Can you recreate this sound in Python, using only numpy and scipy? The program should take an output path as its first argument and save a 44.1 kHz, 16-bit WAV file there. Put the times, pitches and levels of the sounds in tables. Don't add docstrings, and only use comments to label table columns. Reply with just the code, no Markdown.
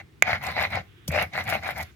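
import sys
import numpy as np
from scipy import signal
from scipy.fft import rfft, irfft
from scipy.io import wavfile
from scipy.ndimage import uniform_filter1d

SR = 44100
rng = np.random.default_rng(int(sys.argv[2]) if len(sys.argv) > 2 else 0)


def transcribe(signal):
    frames = np.atleast_2d(signal).T
    limited = np.clip(frames, -1, 1)
    pcm = np.round(limited * 32767).astype(np.int16)
    wavfile.write(sys.argv[1], SR, pcm)


def undo_db(level):
    steps = np.asarray(level, float) / 20
    return 10 ** steps


N = 85995
TIME = np.arange(N) / SR
HZ = np.fft.rfftfreq(4096, 1 / SR)


def evened(x):
    return x / np.sqrt(np.mean(x ** 2) + 1e-20)


def read(points, hz, axis=1):
    p = np.transpose(points)
    return np.interp(np.log(hz + 1), np.log(p[0] + 1), p[axis])


def causal(gain):
    log_gain = np.log(np.maximum(np.r_[gain, gain[-2:0:-1]], 1e-5))
    return np.fft.ifft(np.exp(np.conj(signal.hilbert(log_gain)))).real[:2048]


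def ring(x, gains):
    return np.array([signal.oaconvolve(v, causal(g))[:N] for v, g in zip(x, gains)])


def bell(hz, width_hz):
    return 1 / (1 + (2 * (HZ - hz) / width_hz) ** 2) ** 2


def wander(seconds, count=2):
    width = max(round(seconds * SR), 2)
    once = uniform_filter1d(rng.standard_normal((count, N)), width, 1)
    return evened(uniform_filter1d(once, width, 1))


def slips(rate_per_s, spread_db):
    size = undo_db(spread_db * np.minimum(rng.exponential(1, (3, N)), 5))
    size *= rng.random((3, N)) < rate_per_s / SR
    size *= rng.choice([-1., 1.], size.shape)
    likeness = .85
    return likeness * size[0] + np.sqrt(1 - likeness ** 2) * size[1:]


# (start [s], length [s], pressure [dB], fizz [dB], rumble [dB])
STROKE_TABLE = [
    (-.13, 0.15, -28.5, -25, -17.5),
    (0.229, 0.16, -24.5, -27, -14),
    (0.4, 0.15, -28, -22, -14),
    (0.543, 0.14, -23, -23.5, -17),
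    (0.689, 0.13, -28, -26.5, -10.5),
    (1.097, 0.17, -24, -23.5, -11),
    (1.321, 0.12, -27.5, -21, -15),
    (1.439, 0.16, -26, -20.5, -11),
    (1.604, 0.14, -29, -20.5, -17.5),
    (1.742, 0.1, -31, -15, -9),
]
COARSENESS = [2.5, -10, 4, 10, 7.5, 5.5, 9, 9.5, 5, -1.]


def motion():
    rise, fall = 0.45, 0.36
    turn_db = -20
    scrape, fizz, rumble, grit = np.zeros((4, N))
    for (start, length, db, fizz_db, rumble_db), grit_db in zip(STROKE_TABLE, COARSENESS):
        u = np.clip((TIME - start) / length, 0, 1)
        ramp = np.minimum(np.minimum(u / rise, (1 - u) / fall), 1)
        speed = np.sin(np.pi / 2 * ramp) ** 2 * (0.55 + 0.2 * np.sin(np.pi * u))
        drag = undo_db(turn_db) * uniform_filter1d(((u > 0) & (u < 1)) * 1., 900)
        from_middle = (TIME - start - 0.5 * length) / (0.51 * length)
        scrape += undo_db(db) * (speed + drag)
        fizz += undo_db(db + fizz_db) * (speed ** 1.27 + drag)
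        rumble += undo_db(db + rumble_db) * np.exp(-from_middle ** 2)
        grit += undo_db(db + grit_db) * (speed + drag)
    return scrape, fizz, rumble, grit


BREAK_AWAYS = [.330, .635, 1.176, 1.377, 1.524, 1.689]


def sticking():
    hold_s, hold_db = .007, -9
    ahead = (np.reshape(BREAK_AWAYS, (-1, 1)) - TIME) / hold_s
    return undo_db(hold_db * (np.exp(-ahead ** 2) * (ahead > 0)).sum(0))


# (frequency [Hz], width [Hz], left [dB], right [dB])
STONE_MODES = [(557.8, 15.7, 2.5, -5), (670, 211, 3.5, -6), (793.4, 150, 5.5, 0.5), (1050, 40, -4, -12.5),
               (1435, 320, -3, -12.5), (1692, 690, -1.5, -32), (2123, 327, 0.5, 6), (2386, 72, 1, -42),
               (2600, 150, -10, -25), (4210, 60, -32, -8.5), (6070, 1600, -24, -39.5)]
# (frequency [Hz], left [dB], right [dB])
STONE_SKIRT = [(217, -66, -16), (486, -5, -14.5), (1190, -4, -12.5), (3200, -11.5, -17.5),
               (5000, -22, -15.5), (9000, -78.5, -102.5), (15900, -49, -77.5)]


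def stone(shift_db=0):
    hz, width, left, right = np.transpose(STONE_MODES)[:, :, None]
    shift_db = np.reshape(shift_db, (-1, 1))
    gains = []
    for axis, db in ((1, left), (2, right)):
        modes = bell(hz, width) * undo_db(db + shift_db) ** 2
        gains.append(np.sqrt(modes.sum(0) + undo_db(read(STONE_SKIRT, HZ, axis)) ** 2))
    return gains


# (time [s], level [dB], brightness [dB])
CATCH_TABLE = [(0.277, -20, -6), (.294, -12, -7), (.305, -8, 0.5), (0.331, -1, 5.5), (.447, -31, 4),
               (.487, -17, -10), (.566, -6, 1), (0.578, -15, -12), (0.59, -6, 4.5), (0.619, -13, 9),
               (0.636, -23.5, 24), (.651, -16, 17.5), (.731, -19.5, 11), (.773, -11, -6),
               (1.107, -23.5, 14), (1.141, -35, -1), (1.160, -27.5, -19.5), (1.1775, -6, 5.5),
               (1.187, -8.5, 12), (1.199, -20, 20), (1.225, -8, -6.5), (1.349, -15, 3), (1.354, -8.5, 1.5),
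               (1.370, -26, -7), (1.378, -4, 1), (1.387, -21, 18), (1.398, -22, -12), (1.409, -11, 4),
               (1.484, -16, 12), (1.525, -5, -4), (1.540, -24, -4), (1.553, -15.5, -12), (1.634, -31, 17),
               (1.678, -25, -1), (1.69, -4.5, 1.5), (1.772, -22.5, -1), (1.828, -18, -2)]
# (frequency [Hz], width [Hz], level [dB])
RASP_BANDS = [
    (2706, 555, -5.5),
    (3890, 1300, -9.5),
    (4550, 1300, -24),
]


def clicks(rows):
    out = np.zeros(N)
    for s, db in rows:
        out[round(s * SR)] += undo_db(db)
    return out


def grind(scrape, grit):
    slips_per_s, spread_db, spot_db = 2500, 0.5, -1.5
    catch_db, catch_rise_s = -11, 0.00026
    press = undo_db(2.2 * wander(.004, count=4) + .9 * wander(.003, count=1))
    spots = np.zeros((2, N))
    for p in press:
        force = slips(slips_per_s / 4, spread_db) * scrape * p
        spots += ring(force, stone(spot_db * rng.standard_normal(len(STONE_MODES))))
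    spots *= np.sqrt(np.mean(scrape ** 2) / np.mean(spots ** 2))

    blow = np.exp(-(np.arange(-30, 31) / SR / catch_rise_s) ** 2 * 4)
    peak = abs(np.convolve(causal(stone()[1]), blow)).max()
    for side in (-1, 1):
        rows = [(s, db + catch_db + side * bright_db) for s, db, bright_db in CATCH_TABLE]
        hits = np.convolve(clicks(rows), blow, "same")
        share = 1 / (1 + ((HZ + 1) / 1300) ** (-4 * side))
        spots = spots + ring([hits, hits], [g * share for g in stone()]) / peak

    rasp = np.zeros((2, N))
    for (hz, width, db), drift in zip(RASP_BANDS, wander(0.052, count=3)):
        force = evened(slips(2500, 5.5)) * grit * undo_db(db + 2 * drift)
        rasp += ring(force, [bell(hz, width)] * 2)
    return spots + rasp * undo_db([[-2], [2]])


def patchy(x):
    hz, t, z = signal.stft(x, SR, nperseg=256, noverlap=192)
    field = rng.standard_normal((len(t), len(hz))).T
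    field = evened(uniform_filter1d(uniform_filter1d(field, size=6, axis=0), size=24, axis=1))
    depth = np.clip(hz / 2500 - .5, .3, 1)[:, None]
    return signal.istft(z * undo_db(3 * depth * field), SR, nperseg=256, noverlap=192)[1][:, :N]


def resonate(x, hz, width_hz):
    turn = np.exp(2j * np.pi * np.cumsum(hz) / SR)
    r = np.exp(-np.pi * width_hz / SR)
    return evened((turn * signal.lfilter([1], np.convolve([1, -r], [1, -r]), x / turn)).real)


# (time [s], scrape [Hz], hum [Hz], scrape [dB], hum [dB])
CONTACT_TABLE = [(.25, 2270, 731, -12.5, -8), (0.369, 1900, 750, -3, -10), (0.449, 2600, 1040, -13, -12.5),
                 (.57, 1860, 974, -12, -11), (.66, 2390, 1050, -8, -15), (0.801, 2230, 706, -11.5, -13.5),
                 (1.105, 2377, 592, 2.5, 0), (1.169, 2530, 591, -10.5, -4), (1.208, 2830, 632, -7, -6.5),
                 (1.26, 2370, 630, -10.5, -16), (1.36, 1850, 760, -6.5, -10.5),
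                 (1.53, 2483, 703, -12.5, -12.5), (1.84, 2190, 838, -8, -9.5)]


def rolling(scrape):
    s, *columns = np.transpose(CONTACT_TABLE)
    high_hz, low_hz, high_db, low_db = (np.interp(TIME, s, c) for c in columns)
    high = resonate(slips(1500, 2.92), high_hz, 327) * undo_db(high_db + np.array([[-2.5], [2.5]]))
    low = resonate(slips(800, 2.87), low_hz, 153) * undo_db(low_db + np.array([[3.5], [-4.5]]))
    return scrape * (high + low)


# (frequency [Hz], length [s], left [dB], right [dB])
KNOCK_MODES = [(2188, 0.0015, 0.5, 15), (1700, 0.0017, -0.5, -8), (718, 0.0021, -7.5, -8.5),
               (1300, 0.0026, -14, -21), (4500, 0.0006, -5, -22.5), (2810, 0.00064, -10, -14.5)]


def knock():
    knock_s, graze_ahead_s, graze_db = .2236, .0008, -32
    t = np.maximum(TIME - knock_s, 0)
    attack = np.minimum(t / 0.00037, 1)
    blow = np.zeros((2, N))
    for hz, length, left, right in KNOCK_MODES:
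        blow += undo_db([[left], [right]]) * np.sin(2 * np.pi * hz * t) * np.exp(-(t / length) ** 2) * attack
    return blow + undo_db(graze_db) * np.roll(blow, -round(graze_ahead_s * SR), 1) * (t == 0)


# (time [s], level [dB], depth [dB])
SNAP_TABLE = [(1.0771, -36.5, -4), (0.4267, -44, 4), (0.4354, -38, 5), (0.4505, -40, 3.5), (0.4687, -39, 0),
              (0.7023, -48, -4), (0.7495, -46, 22), (1.0786, -23, 0), (1.1173, -37.5, 14.5),
              (1.2239, -33.5, 16), (1.4077, -54, -21), (1.4378, -41, 1), (1.477, -41.5, -8.5),
              (1.498, -26.5, -30), (1.632, -58, 23), (1.676, -40, -1), (1.707, -36.5, 4), (1.7818, -44, 6),
              (1.8275, -36, -7)]
# (frequency [Hz], left [dB], right [dB])
FIZZ_COLOUR = [(2000, -14, -16.5), (4500, 0, 0.5), (7000, -12, -3), (9400, -7, -27.5), (12500, -0.5, -19.5),
               (16500, -11.5, -24.5)]


def paste(fizz):
    clump_db, rustle_db, rustle_s = -2.5, -6.5, 0.056
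    snap_s, snap_rise_s, snap_db = 0.0062, 0.0022, -0.5
    pole = 1 / (rustle_s * SR)
    linger = signal.lfilter([pole], [1, pole - 1], fizz)
    wet = evened(slips(7400, 1.4)) * fizz * undo_db(clump_db * wander(0.002, count=1))
    wet += undo_db(rustle_db) * linger * rng.standard_normal((2, N))
    deep = np.zeros((2, N))
    t = np.arange(1300) / SR
    for s, db, low_db in SNAP_TABLE:
        a, b, crackle = rng.standard_normal((3, len(t)))
        burst = np.array([a, .6 * a + .8 * b]) * undo_db(4. * evened(uniform_filter1d(crackle, 30)))
        burst *= np.exp(-t / snap_s) * np.minimum(t / snap_rise_s, 1) * undo_db(db + snap_db)
        first = round(s * SR) - 40
        wet[:, first:][:, :len(t)] += burst
        deep[:, first:][:, :len(t)] += burst * undo_db(min(low_db, 6))
    gains = [undo_db(read(FIZZ_COLOUR, HZ, axis=k)) * (HZ > 800) for k in (1, 2)]
    deep_gain = 1 / (1 + ((HZ - 4500) / 1500) ** 4)
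    return ring(wet, gains) * undo_db(7.5) + ring(deep, [deep_gain] * 2)


# (frequency [Hz], level [dB])
COUNTER_COLOUR = [(40, -34.5), (60, -11.5), (82, 4.5), (100, 1), (120, -2.5), (200, -6), (300, -18.5),
                  (500, -46.5)]
# (frequency [Hz], level [dB], T60 [s])
THUD_MODES = [
    (83.6, -8.5, 0.45),
    (146, 2, 0.055),
    (208, -37, 0.05),
]


def counter(rumble):
    thud_s, thud_db = 1.0876, -16
    touch_s, touch_hz, touch_db, touch_t60 = 1.082, 550, -29, .02
    a, b = rng.standard_normal((2, N))
    gain = undo_db(read(COUNTER_COLOUR, HZ) - 19 * np.log2(np.maximum(HZ / 500, 1)))
    low = ring([a * rumble, (a + 0.26 * b) * rumble], [gain, gain])
    low *= np.sqrt(np.mean(rumble ** 2) / np.mean(low ** 2))

    t = np.maximum(TIME - thud_s, 0)
    thud = np.zeros(N)
    for hz, db, t60 in THUD_MODES:
        thud -= undo_db(thud_db + db - 60 * t / t60) * np.sin(2 * np.pi * hz * t)
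    u = np.maximum(TIME - touch_s, 0)
    touch = undo_db(touch_db - 60 * u / touch_t60) * np.sin(2 * np.pi * touch_hz * u)
    return low + undo_db([[.5], [-.5]]) * (thud * np.minimum(t / 0.0035, 1) + touch)


# (time [s], level [dB], centre [Hz])
TICK_TABLE = [(.315, -38.5, 5000), (0.45, -40, 13100), (0.4672, -23, 4600), (.478, -38, 12000),
              (.515, -34, 11900), (.567, -32.5, 3830), (0.627, -29, 7000), (0.721, -39, 12100),
              (0.756, -24, 4500), (1.125, -27, 3470), (1.14, -33, 4000), (1.335, -31.5, 4500),
              (1.381, -43, 7000), (1.408, -37, 13000), (1.433, -42, 11000), (1.452, -40, 9000),
              (1.492, -27, 8100), (1.497, -28, 13000), (1.537, -28, 13000), (1.635, -35, 5000),
              (1.783, -25.5, 10000), (1.827, -32, 9000)]


def ticks():
    decay_s, octaves = .0009, .9
    t = np.arange(256) / SR
    hz = np.fft.rfftfreq(256, 1 / SR) + 1
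    out = np.zeros((2, N))
    for s, db, centre_hz in TICK_TABLE:
        a, b = rng.standard_normal((2, 256)) * np.exp(-t / decay_s)
        colour = np.exp(-(np.log2(hz / centre_hz) / octaves) ** 2)
        burst = irfft(rfft([a, 0.3 * a + 0.53 * b]) * colour)
        out[:, round(s * SR):][:, :256] += undo_db(db) * burst / abs(burst).max()
    return out


# (start [s], length [s], level [dB])
LIFT_TABLE = [
    (0.787, 0.45, -62.5),
    (1.257, 0.14, -66),
    (1.811, 0.11, -55),
]
# (frequency [Hz], level [dB])
LIFT_COLOUR = [(290, -50), (500, -17), (1480, 13), (2940, 10.5), (3660, 9), (4760, -24), (14900, -10),
               (16500, -33)]


def lifts():
    level = np.zeros(N)
    for s, length, db in LIFT_TABLE:
        level += undo_db(db) * np.sin(np.pi * np.clip((TIME - s) / length, 0, 1)) ** .5
    gain = undo_db(read(LIFT_COLOUR, HZ)) * (HZ > 250)
    return level * evened(ring(rng.standard_normal((2, N)), [gain, gain])) * undo_db([[-2.5], [2.5]])


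def room(x):
    t60 = .2
    t = np.arange(SR // 2) / SR
    tail = uniform_filter1d(rng.standard_normal((2, len(t))), size=5, axis=1)
    tail = tail * undo_db(-60 * t / t60) * np.minimum(t / 0.0057, 1)
    return signal.fftconvolve(np.tanh(x), tail / np.linalg.norm(tail[0]), axes=1)[:, :N]


# (frequency [Hz], level [dB])
AIR_COLOUR = [(24, -29), (45, -17.5), (92, -5.5), (259, -24), (349, -15), (538, -34.5), (2040, -31.5),
              (14500, -55.5), (16500, -49)]
# (frequency [Hz], likeness [-1 to 1])
AIR_LIKENESS = [(60, 0.78), (240, 0.65), (950, -0.02), (3770, 0.3), (15000, 0.67)]
# (frequency [Hz], left minus right [dB])
AIR_BALANCE = [(60, 5), (240, -3.5), (950, 2), (3770, -6.5), (15000, 12.5)]


def air():
    frames, hz = N // 256 + 5, np.fft.rfftfreq(1024, 1 / SR)
    a, b, c, d, patches = rng.standard_normal((frames, 513, 5)).T
    patches = evened(uniform_filter1d(uniform_filter1d(patches, 12, 0), 10, 1))
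    same = np.clip(read(AIR_LIKENESS, hz), -1, 1)[:, None]
    left = a + 1j * b
    right = same * left + np.sqrt(1 - same ** 2) * (c + 1j * d)
    pan = read(AIR_BALANCE, hz)[:, None] / 2
    z = np.array([left * undo_db(pan), right / undo_db(pan)])
    z *= undo_db(read(AIR_COLOUR, hz)[:, None] + 0.5 * patches)
    return undo_db(-54) * evened(signal.istft(z, nperseg=1024, noverlap=768)[1][:, :N])


def scene():
    scrape, fizz, rumble, grit = motion()
    scrape = scrape * sticking()
    near = patchy(grind(scrape, grit) + paste(fizz) + lifts())
    mix = near + undo_db(-20) * room(near + knock() / 2) + counter(rumble)
    left_lag = -4
    ports = np.array([np.roll(mix[0], left_lag), mix[1]])
    return ports + knock() + air() + ticks() + rolling(scrape)


def roll_off(x):
    return signal.sosfilt(signal.butter(12, 17140, fs=SR, output="sos"), x)


def record(dry):
    low_cut = signal.butter(4, 55.4, "high", fs=SR, output="sos")
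    clipped = np.clip(signal.sosfilt(low_cut, dry), -.91, .91)
    band_limit = signal.firwin(255, 16700, window=("kaiser", 9), fs=SR)
    return roll_off(signal.oaconvolve(clipped, band_limit[None], "same"))


dry = scene()
out = record(dry)
transcribe(out)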